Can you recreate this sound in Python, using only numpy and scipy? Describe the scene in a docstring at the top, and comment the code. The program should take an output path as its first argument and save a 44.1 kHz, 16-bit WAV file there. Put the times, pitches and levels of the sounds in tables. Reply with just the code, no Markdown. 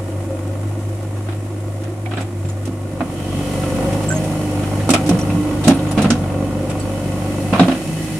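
"""A backhoe loader's four-cylinder diesel works in an open field, heard from the side, then from
behind and closer. Its firings drive the exhaust drone and pulse the rumble, block clatter and hiss.
The bucket tips dry clods into a steel trailer: they boom on its bed and crumble into grit.
The arm rattles, its pivots squeak, oil rushes through a valve and a light breeze blows."""
import sys
import numpy as np
from scipy import signal
from scipy.fft import rfft, irfft
from scipy.io import wavfile

SR = 44100
rng = np.random.default_rng(int(sys.argv[2]) if len(sys.argv) > 2 else 0)


def wav_out(sig):
    """Save sig, one row per channel (or a flat mono array), as 16-bit PCM at SR to the path in sys.argv[1]."""
    wavfile.write(sys.argv[1], SR, np.round(np.clip(np.atleast_2d(sig).T, -1, 1) * 32767).astype(np.int16))


N = 361179
TIME = np.arange(N) / SR
CUTOFF_HZ = 15600

# Clods landing on the trailer bed. 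Each row: start in seconds, boom in dB, boom pitch in Hz, crunch in
# dB, grit in dB, breaking time in seconds, struck spot's ring in Hz, its lift in dB, treble limit in Hz.
CLOD_HITS = [(2.171, -15.5, 270, -46, -50, .014, 1500, 4, 9000),
             (2.449, -20, 142, -38, -52, .008, 700, 0, 9000),
             (2.675, -16, 255, -52, -62, .0064, 700, 0, 9000),
             (3.006, -11.5, 256.5, -20.5, -68, .003, 1150, 6, 4000),
             (4.891, -4.5, 245, -18.5, -25, .002, 1300, 5, 17000),
             (4.903, -6.5, 260, -26, -22.5, .005, 7900, 7, 16000),
             (4.936, -18, 248, -16.5, -22.5, .0031, 2380, 8, 16000),
             (4.949, -20, 250, -26.5, -46, .004, 1330, 9, 9000),
             (5.091, -7.5, 279.7, -27, -29, .0041, 5800, 4, 17000),
             (5.11, -3.5, 174.8, -28, -66, .0059, 740, 4, 9000),
             (5.145, -7, 193, -32, -62, .0079, 700, 0, 9000),
             (5.345, -8, 170.4, -50, -47, .0062, 700, 0, 9000),
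             (5.638, -18, 250, -26, -33.5, .016, 3800, 9, 15000),
             (5.672, 1, 234.6, -23, -29.5, .013, 9700, 4, 15000),
             (5.68, -5, 310, -27, -28.5, .004, 9700, 4, 15000),
             (5.697, -0.5, 275, -21.5, -37, .0051, 720, 4, 12000),
             (5.975, -3.5, 210.2, -17.5, -38, .013, 2300, 5, 12000),
             (6.043, -3.5, 205.6, -21, -45, .0067, 660, 8, 11000),
             (6.103, -3.5, 235, -23, -15, .0046, 1430, 11, 6200),
             (7.526, -8, 185.3, -20, -41, .021, 1130, 12, 7000),
             (7.595, -2, 262.4, -10, -27, .002, 3800, 7, 5600),
             (7.606, -3, 275, -35, -36, .008, 700, 0, 5500),
             (7.617, -2, 177.4, -34, -50, .006, 700, 0, 9000),
             (7.645, -9, 263, -42, -59, .007, 700, 0, 9000),
             (7.682, -8, 258.3, -19, -41, .004, 1450, 6, 7000),
             (7.712, -11, 258, -40, -52, .016, 700, 0, 6000)]


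def from_db(db):
    """Decibels to gain."""
    return np.exp(np.asarray(db) * (np.log(10) / 20))


def unit_rms(x):
    """Scale to unit rms."""
    return x / np.sqrt(np.mean(x ** 2) + 1e-20)


def curve(rows):
    """Straight lines through (seconds, value) points, one value per sample."""
    return np.interp(TIME, *np.transpose(rows))


def drift(rate_hz, step=1):
    """Smooth random wander of unit rms, at every step-th sample."""
    pole = np.exp(-200 * np.pi * rate_hz / SR)
    slow = signal.lfilter([1], [1, -2 * pole, pole * pole], rng.standard_normal(N // 100 + 1002))[1000:]
    return np.interp(np.arange(0, N, step) / 100, np.arange(len(slow)), unit_rms(slow))


def noise():
    """Two independent white noises."""
    return rng.standard_normal((2, N))


def colour(x, spectrum, taps=4096):
    """Minimum-phase filter through (Hz, dB) points."""
    hz, db = np.transpose(spectrum)
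    grid_hz = np.maximum(np.arange(taps // 2 + 1) * SR / taps, 1)
    cepstrum = irfft(np.log(from_db(np.interp(np.log(grid_hz), np.log(hz), db))))
    cepstrum[1:taps // 2] *= 2
    cepstrum[taps // 2 + 1:] = 0
    return signal.oaconvolve(x, irfft(np.exp(rfft(cepstrum)))[None], axes=1)[:, :N]


def resonate(x, modes):
    """Each mode lifts or cuts a narrow band."""
    for hz, width_hz, lift_db in modes:
        band = signal.lfilter(*signal.iirpeak(hz, hz / width_hz, fs=SR), x)
        x = x + (from_db(lift_db) - 1) * band
    return x


def part_gain(rear, effort_db, side_db, rear_db, effort_share):
    """Gain of an engine part: set by the listening side, raised by effort."""
    return from_db((1 - rear) * side_db + rear * rear_db + effort_share * effort_db)


def firing_noise(turns, depth, decay_cycles, uneven_db):
    """Noise that surges at each firing, twice a turn, never equally hard."""
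    # Strength of each cylinder in dB.
    cylinder_db = [0.29, -0.75, -0.5, 0.69]
    firing, since = np.divmod(2 * turns, 1)
    firing = firing.astype(int)
    white = noise()
    strength_db = np.take(cylinder_db, firing, mode="wrap") + uneven_db * rng.standard_normal(N)[firing]
    return white * unit_rms(1 + depth * from_db(strength_db) * np.exp(-since / decay_cycles))


def exhaust_rumble(turns, rear, effort_db):
    """Rough gas flow puffs out at each firing."""
    # Flow spectra from the side and the rear. Each row: frequency in Hz, relative level in dB.
    side_spectrum = [(25, -22), (55, -13), (85, -3), (140, -2), (195, -5.5), (260, -5.5), (340, 7),
                     (405, -12.5), (700, -39), (3000, -79)]
    rear_spectrum = [(25, -36), (55, -16.5), (85, -2.5), (125, -5), (165, 2), (205, 3.5), (290, 1.5),
                     (350, -7), (410, -6), (700, -37.5), (3000, -76)]
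    puffs = firing_noise(turns, depth=2.5, decay_cycles=.3, uneven_db=1.5)
    rumble = np.sqrt(1 - rear) * unit_rms(colour(puffs, side_spectrum))
    rumble += np.sqrt(rear) * unit_rms(colour(puffs, rear_spectrum))
    return rumble * part_gain(rear, effort_db, side_db=-34, rear_db=-28.5, effort_share=.4)


def block_clatter(turns, rear, effort_db):
    """Cylinder knock rings the block and panels."""
    # Block spectrum. Each row: frequency in Hz, relative level in dB.
    block_spectrum = [(100, -40), (400, -13.5), (480, -3.5), (620, -4.5), (770, -4.5), (860, -8.5),
                      (1090, -11.5), (1240, -12.5), (1430, -13.5), (1670, -25.5), (2000, -20),
                      (3000, -26.5), (4000, -34), (9000, -63)]
    # Panel resonances. Each row: frequency in Hz, width in Hz, lift in dB.
    panel_modes = [(527.6, 28, 11.5), (747, 12, 6), (918, 38, 4), (1103, 41, 7), (1450, 44, 5.5),
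                   (1800, 27, 7)]
    knocks = firing_noise(turns, depth=1.25, decay_cycles=.27, uneven_db=3.9)
    clatter = unit_rms(resonate(colour(knocks, block_spectrum), panel_modes))
    return clatter * part_gain(rear, effort_db, side_db=-38, rear_db=-31.2, effort_share=.76)


def fan_hiss(turns, rear, rasp_db=.9):
    """Fan and oil valves hiss through the cowl and oil lines; from the side the hiss rasps."""
    # Hiss spectrum. Each row: frequency in Hz, relative level in dB.
    hiss_spectrum = [(700, -22), (1600, 3), (1900, 6.5), (2700, 2.5), (3600, -0.5), (5200, -1.1),
                     (7300, 0.5), (9800, 2), (11500, -3.5), (13500, -9.5), (16000, -16)]
    # Hiss level. Each row: time in seconds, level in dB.
    hiss_level = [(0, -45.5), (1.65, -47), (2.9, -47.5), (3.5, -36.5), (4.35, -38), (5.85, -40),
                  (6.35, -43.5), (7.35, -38.5), (8.19, -36)]
    # Cowl and line resonances from each side. 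Each row: frequency in Hz, width in Hz, lift in dB.
    side_modes = [(1810, 70, 6), (2010, 70, 5), (2530, 110, 4), (2950, 90, 3.5), (4450, 220, -4),
                  (5220, 200, -3.5), (5520, 150, 3), (6850, 250, 2), (7420, 280, 4), (8110, 220, 3),
                  (9600, 450, 3)]
    rear_modes = [(1990, 60, 8.5), (2595, 57, 11), (2990, 53, 11), (3230, 39, 6.5), (4240, 49, 5.5),
                  (5520, 110, 5.5), (6680, 120, 3.5), (7900, 58, -4.5), (8580, 90, 3), (9100, 140, 4),
                  (9800, 150, 2.5)]
    flow = firing_noise(turns, depth=.23, decay_cycles=.27, uneven_db=4)
    hiss = unit_rms(colour(flow, hiss_spectrum))
    from_side = unit_rms(resonate(hiss, side_modes) * from_db(rasp_db * drift(22)))
    from_rear = unit_rms(resonate(hiss, rear_modes))
    return from_db(curve(hiss_level)) * ((1 - rear) * from_side + rear * from_rear)


def exhaust_tones(turns, rear, effort_db, step=10):
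    """Two firings a turn make the drone; unequal cylinders fill in the other crank harmonics."""
    # Drone an octave above the firing rate. Each row: time in seconds, level in dB.
    octave_level = [(0, -27), (.5, -23.5), (2.25, -25.8), (2.5, -22), (3.03, -33), (3.35, -26.5),
                    (3.56, -29), (3.98, -22), (4.25, -30), (4.8, -22), (5.0, -26), (7.48, -26), (7.85, -37),
                    (8.19, -33.5)]
    # Harmonics. Each row: multiple of crank speed, relative dB from the side, relative dB from the rear.
    harmonics = [(3, -59, -42), (5, -44, -42), (6, -39, -29.5), (7, -50, -33), (8, -52, -36.5),
                 (9, -44, -40), (10, -42, -44), (11, -38, -36), (12, -41, -30), (13, -37.5, -41),
                 (14, -36, -46), (15, -44, -45), (18, -53, -43.5), (20, -62, -43), (21, -42.5, -41),
                 (22, -46, -40), (24, -44, -47), (25, -44, -46), (27, -44, -47.5), (29, -71, -45),
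                 (31, -77, -43)]
    firing_waver_db, octave_waver_db, bark_waver_db, waver_rad = 1.8, 1.3, 1.9, .093
    angle, rear, effort_db = 2 * np.pi * turns[::step], rear[::step], effort_db[::step]
    firing_gain = part_gain(rear, effort_db, side_db=-47.5, rear_db=-36.5, effort_share=.84)
    drone = firing_gain * from_db(firing_waver_db * drift(4.2, step)) * np.cos(2 * angle)
    drone += from_db(curve(octave_level)[::step] + octave_waver_db * drift(6, step)) * np.cos(4 * angle)
    bark, power = 0, 0
    for multiple, side_db, rear_db in harmonics:
        gain = (1 - rear) * from_db(side_db) + rear * from_db(rear_db)
        scatter_rad = np.pi if multiple % 2 else 1.1   # even harmonics roughly line up on each firing
        phase = rng.normal(0, scatter_rad) + waver_rad * drift(2.9, step)
        bark += gain * from_db(bark_waver_db * drift(5.6, step)) * np.cos(multiple * angle + phase)
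        power += gain ** 2
    bark_gain = part_gain(rear, effort_db, side_db=-35, rear_db=-25, effort_share=.86)
    tones = np.sqrt(2) * (drone + bark_gain * bark / np.sqrt(power))
    return signal.resample_poly(tones, step, 1, window="blackmanharris")[:N]


def hydraulic_moans(turns, fade_s=.09, waver_db=3.4, waver_rad=.65):
    """Under hydraulic load single crank harmonics swell, waver and fade."""
    # Each row: start in seconds, length in seconds, multiple of crank speed, level in dB.
    moans = [(0, .62, 22, -40), (3.45, .58, 22, -31.5), (4.03, .47, 24, -35), (4.05, .4, 27, -40),
             (4.36, .3, 12, -31), (5.0, .87, 12, -30.5), (4.43, 1.45, 21, -35.5), (6.2, 1.3, 22, -40),
             (6.25, 1.2, 24, -45), (3.95, .55, 6, -30), (7.76, .55, 6, -31), (7.8, .5, 12, -39)]
    out, sway, wander = np.zeros(N), drift(7), drift(7)
    for start_s, length_s, multiple, db in moans:
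        at = np.arange(round(start_s * SR), min(round((start_s + length_s) * SR), N))
        shifted = (at + rng.integers(N)) % N   # each wavers in its own way
        swell = np.clip(np.minimum(TIME[at] - start_s, start_s + length_s - TIME[at]) / fade_s, 0, 1)
        phase = 2 * np.pi * multiple * turns[at] + waver_rad * wander[shifted]
        out[at] += np.sqrt(2) * swell * from_db(db + waver_db * sway[shifted]) * np.cos(phase)
    return out


def engine(bounce_s=.0022):
    """The diesel's noises and tones, all locked to the crank; mid and side."""
    # Crank speed, sagging under hydraulic load. Each row: time in seconds, turns per second.
    crank_speed = [(0, 24.6), (.4, 24.15), (.66, 25.3), (1.75, 25.25), (2.1, 26.1), (2.44, 24.3),
                   (2.7, 25.1), (3.1, 24.1), (3.75, 23.95), (4.02, 25.75), (4.25, 25.95), (4.55, 24.75),
                   (4.85, 25.2), (5.6, 24.95), (5.88, 25.3), (6.22, 23.75), (6.7, 24.6), (7.4, 24.6),
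                   (7.6, 25.4), (7.82, 26.3), (8.19, 26.4)]
    # Listening position. Each row: time in seconds, position from 0 (side) to 1 (rear).
    position = [(2.6, 0.058), (3.4, 0.89)]
    # Engine effort. Each row: time in seconds, dB above easy running.
    effort = [(0, 2.0), (.55, 2.6), (.85, 0.0), (2.9, -1.5), (3.5, 0.5), (3.87, 6.5), (4.15, 1), (5.4, 3.5),
              (5.85, 3), (6.35, 2.5), (6.6, 0.9), (7.35, 0.5), (7.85, -4.5), (8.19, -6)]
    turns = np.cumsum(curve(crank_speed)) / SR
    rear, effort_db = curve(position), curve(effort)
    out = exhaust_rumble(turns, rear, effort_db) + block_clatter(turns, rear, effort_db)
    out += fan_hiss(turns, rear)
    tones = exhaust_tones(turns, rear, effort_db) + hydraulic_moans(turns)
    # a late bounce off the earth pile reaches the ears unequally
    return out + np.array([tones, np.roll(tones, round(bounce_s * SR))])


def linkage_knocks(clank_db=-8, grit_db=-22, lift_db=9, top_hz=4500):
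    """The bucket linkage takes up slack, ringing steel and shaking grit loose; rows for bursts()."""
    # Each row: start in seconds, level in dB, hold in seconds, joint's ring in Hz.
    knocks = [(1.155, -46, .02, 1650), (1.262, -44, .015, 1300), (1.286, -36, .007, 1600),
              (1.322, -42, .008, 1300), (1.835, -43, .025, 1800), (2.058, -34.5, .002, 760),
              (2.11, -32, .009, 1500), (2.136, -34.5, .003, 2500), (2.17, -28.5, .008, 1650),
              (2.203, -39, .004, 2300), (3.634, -32.5, .0041, 1300), (3.928, -37, .006, 3300),
              (4.63, -32.5, .0071, 1500), (4.798, -34, .0064, 1800), (5.298, -33, .0063, 2600),
              (5.79, -36, .004, 3600), (5.866, -35, .004, 3300), (6.695, -37, .0065, 2600),
              (7.529, -29, .008, 2680), (7.586, -36, .004, 3900), (7.631, -34, .002, 1500),
              (7.714, -35.5, .009, 2600), (7.746, -36, .003, 1450)]
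    return [(start_s, db, db + clank_db, db + grit_db, hold_s, ring_hz, lift_db, top_hz)
            for start_s, db, hold_s, ring_hz in knocks]


def steel_db(crunch_db, grit_db):
    """Level of the steel's clank under falling earth: the grittier, the louder."""
    return crunch_db - 5.5 + .37 * (grit_db - crunch_db)


def grit_sprays(crunch_db=.5, hold_s=.0073, ring_hz=9700, lift_db=3, top_hz=17000):
    """Loose grit sprays over sheet steel; rows for bursts()."""
    # Each row: start in seconds, grit level in dB.
    sprays = [(1.835, -48), (2.206, -41), (2.486, -44.5), (2.653, -39), (3.929, -41), (4.03, -41),
              (4.241, -42), (5.062, -34), (5.188, -37), (5.911, -34.5), (6.017, -32), (6.697, -39.5),
              (6.797, -43.5)]
    return [(start_s, db + crunch_db, steel_db(db + crunch_db, db), db, hold_s, ring_hz, lift_db, top_hz)
            for start_s, db in sprays]


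def pings(rise_s=.0015, twin_ratio=.965, twin_db=-5):
    """Loose pins and small stones tap the steel; two close modes beat."""
    # Each row: start in seconds, pitch in Hz, level in dB, time to fall 60 dB in seconds.
    taps = [(2.06, 2280, -25, .05), (2.165, 7850, -35, .04), (2.212, 7800, -33, .045),
            (5.096, 5820, -21, .03), (5.099, 8450, -25, .03), (5.189, 5800, -26, .03),
            (5.212, 5880, -23, .035), (5.743, 9450, -33, .14), (5.885, 6950, -36, .1),
            (5.913, 9700, -28, .04), (6.697, 7950, -32, .05), (6.797, 7950, -28, .06), (6.8, 4550, -42, .2)]
    out, t = np.zeros((2, N)), TIME[:SR // 4]
    for start_s, hz, db, t60_s in taps:
        start, phase = round(start_s * SR), 2 * np.pi * hz * t
        ring = np.exp(1j * phase) + from_db(twin_db) * np.exp(1j * twin_ratio * phase)
        envelope = from_db(db - 60 * t / t60_s) * (1 - np.exp(-t / rise_s))
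        out[:, start:start + len(t)] += envelope * np.array([ring.imag, ring.real])
    return out


def crumbling_clods():
    """Dry clods break on the steel; rows for bursts()."""
    return [(start_s, crunch_db, steel_db(crunch_db, grit_db), grit_db, *rest)
            for start_s, _, _, crunch_db, grit_db, *rest in CLOD_HITS]


def bursts(events, grain_db=2, ring_q=9):
    """Clusters of small impacts: crunch, clank and grit noise, coloured by the struck spot."""
    # Breaking earth, struck steel and fine grit. Each row: frequency in Hz, relative level in dB.
    crunch = [(100, -22.5), (270, 6), (420, -6), (560, 2), (720, 4), (900, -7), (1350, -10), (1700, -13),
              (4000, -32), (12000, -71)]
    clank = [(300, -59), (1000, -11), (1500, -1.5), (2400, -0.5), (3100, 0.5), (3800, -3.5), (5300, -12),
             (8000, -32), (16000, -60)]
    grit = [(500, -45), (2500, -24), (4300, -3.5), (5300, 0.5), (8000, 1), (10000, -1), (12000, -11),
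            (16000, -22)]
    # Bucket and tailgate modes. Each row: frequency in Hz, width in Hz, lift in dB.
    steel_modes = [(735, 40, 2), (1077, 26, 4.5), (1325, 41, 7), (2440, 60, 4.5), (2630, 67, 4.5),
                   (3580, 30, 3.5), (3900, 36, 6), (5800, 120, 2.5)]
    crack_db, crack_t60_s, tail_db, tail_t60_s = -3, .017, -21, .42
    out = np.zeros((2, N))
    layers = np.array([unit_rms(colour(noise(), spectrum)) for spectrum in (crunch, clank, grit)])
    decay_shares = np.array([[1], [1.01], [.58]])
    for start_s, crunch_db, clank_db, grit_db, hold_s, ring_hz, lift_db, top_hz in events:
        start = round(start_s * SR)
        t = TIME[:min(SR // 2, N - start)]
        at = slice(start, start + len(t))
        attack = 1 - np.exp(-t / (.19 * hold_s))   # a slow break starts softer and lasts longer
        t60_s = (.089 + 7.2 * hold_s) * decay_shares
        crack = from_db(crack_db - 60 * t / crack_t60_s)   # first contact
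        body = from_db(-60 * np.maximum(t - hold_s, 0) / t60_s)
        tail = from_db(tail_db - 60 * t / tail_t60_s)   # return from the earth banks
        envelopes = from_db([[crunch_db], [clank_db], [grit_db]]) * (crack + body + tail) * attack
        hit = (envelopes[:, None] * layers[:, :, at]).sum(0)
        hit = signal.lfilter(*signal.butter(2, top_hz, fs=SR), hit)
        width_hz, overtone_hz = ring_hz / ring_q, min(2.17 * ring_hz, CUTOFF_HZ)
        out[:, at] += resonate(hit, [(ring_hz, width_hz, lift_db), (overtone_hz, width_hz, .4 * lift_db)])
    return resonate(out * unit_rms(from_db(grain_db * drift(120))), steel_modes)


def trailer_booms(t60_s=.17, rise_s=.0026, detune=.017):
    """Each clod sets a patch of the loaded steel bed swinging in a few modes."""
    # Bed modes. Each row: multiple of the boom's pitch, relative level in dB.
    bed_modes = [(.7, -9.5), (1, -0.5), (1.21, -8.5), (1.38, -18), (2.6, -16)]
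    ratios, mode_db = np.transpose(bed_modes)
    out, t = np.zeros((2, N)), TIME[:SR // 2]
    envelope = (1 - np.exp(-t / rise_s)) * from_db(-60 * t / t60_s)
    for start_s, boom_db, hz, *_ in CLOD_HITS:
        mode_hz = hz * ratios * (1 + rng.normal(0, detune, len(ratios)))
        phase = 2 * np.pi * mode_hz[:, None] * t
        ring = from_db(mode_db) @ np.array([np.sin(phase), np.cos(phase)])
        start = round(start_s * SR)
        out[:, start:start + len(t)] += (from_db(boom_db) * envelope * ring)[:, :N - start]
    return out


def pivot_squeaks(waver=.011, rasp_db=4.5, climb_per_s=1.05):
    """A dry pin sticks and slips: short rising whistles, unsteady in pitch and level."""
    # Each row: start in seconds, length in seconds, starting pitch in Hz, level in dB.
    squeaks = [(2.456, .016, 7300, -41), (2.484, .016, 7400, -38), (2.497, .014, 6850, -41),
               (4.085, .02, 7600, -23.5), (4.097, .055, 1490, -25), (4.097, .034, 6020, -38),
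               (4.1, .06, 7450, -32), (4.117, .028, 7080, -29), (4.144, .056, 6380, -33),
               (4.157, .02, 7450, -34)]
    out, wobble, grip = np.zeros((2, N)), 1 + waver * drift(200), from_db(rasp_db * drift(200))
    for start_s, length_s, hz, db in squeaks:
        at = np.arange(round(start_s * SR), round((start_s + length_s) * SR))
        progress = np.linspace(0, 1, len(at))
        pitch_hz = hz * (1 + climb_per_s * length_s * progress) * wobble[at]
        phase = 2 * np.pi * np.cumsum(pitch_hz) / SR
        swell = from_db(db) * grip[at] * np.sin(np.pi * progress ** .74)
        out[:, at] += swell * np.array([np.sin(phase), np.cos(phase)])
    return out


def breeze(gust_db=2.5):
    """Light wind buffets each ear on its own: soft, lumpy bass."""
    # Buffeting spectrum. Each row: frequency in Hz, relative level in dB.
    wind_spectrum = [(25, -34), (50, -16), (75, -3), (105, 0), (140, -5), (200, -13), (400, -26),
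                     (1500, -60)]
    # Wind level. Each row: time in seconds, level in dB.
    wind_level = [(0, -58), (2.7, -58), (3.3, -42), (3.9, -36.5), (4.6, -42), (6.3, -45), (7.4, -43),
                  (7.9, -39), (8.19, -39)]
    return from_db(curve(wind_level) + gust_db * drift(5)) * unit_rms(colour(noise(), wind_spectrum))


def oil_valve(start_s=3.05, length_s=.62, hz=3120, width_hz=220, db=-44):
    """Oil rushes through a valve as the arm swings: a narrow hiss swells and fades."""
    start, swell = round(start_s * SR), np.sqrt(np.hanning(round(length_s * SR)))
    flow = noise()[:, :len(swell)]
    rush = unit_rms(signal.lfilter(*signal.iirpeak(hz, hz / width_hz, fs=SR), flow))
    return np.pad(from_db(db) * swell * rush, ((0, 0), (start, N - start - len(swell))))


def to_stereo(source, left_db):
    """Mid and side to left and right: bass alike at both ears, treble scattered."""
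    # Scattered sound. Each row: frequency in Hz, gain of the side signal in dB.
    side_response = [(60, -28), (110, -30), (200, -22), (380, -13), (600, -18), (800, -9), (1290, -3),
                     (2380, -2), (4400, 1), (8120, -1.5), (15000, 0.5)]
    mid, side = source[0], colour(source[1:], side_response)[0]
    return np.array([mid + side, mid - side]) * from_db([[left_db / 2], [-left_db / 2]])


def scene():
    """Engine and booms near the middle, the crumbling load slightly right, breeze on both sides."""
    machine = to_stereo(engine() + oil_valve(), left_db=-.2)
    impacts = bursts(crumbling_clods() + linkage_knocks() + grit_sprays())
    load = to_stereo(impacts + pivot_squeaks() + pings(), left_db=-1.2)
    booms = to_stereo(trailer_booms(), left_db=-.1)
    return machine + load + booms + breeze()


def record(dry):
    """Soft-clip the hardest blows, then cut the top treble."""
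    clipped = dry / (1 + dry ** 8) ** (1 / 8)
    return signal.sosfiltfilt(signal.ellip(10, .05, 70, CUTOFF_HZ, fs=SR, output="sos"), clipped)


dry = scene()
out = record(dry)
wav_out(out)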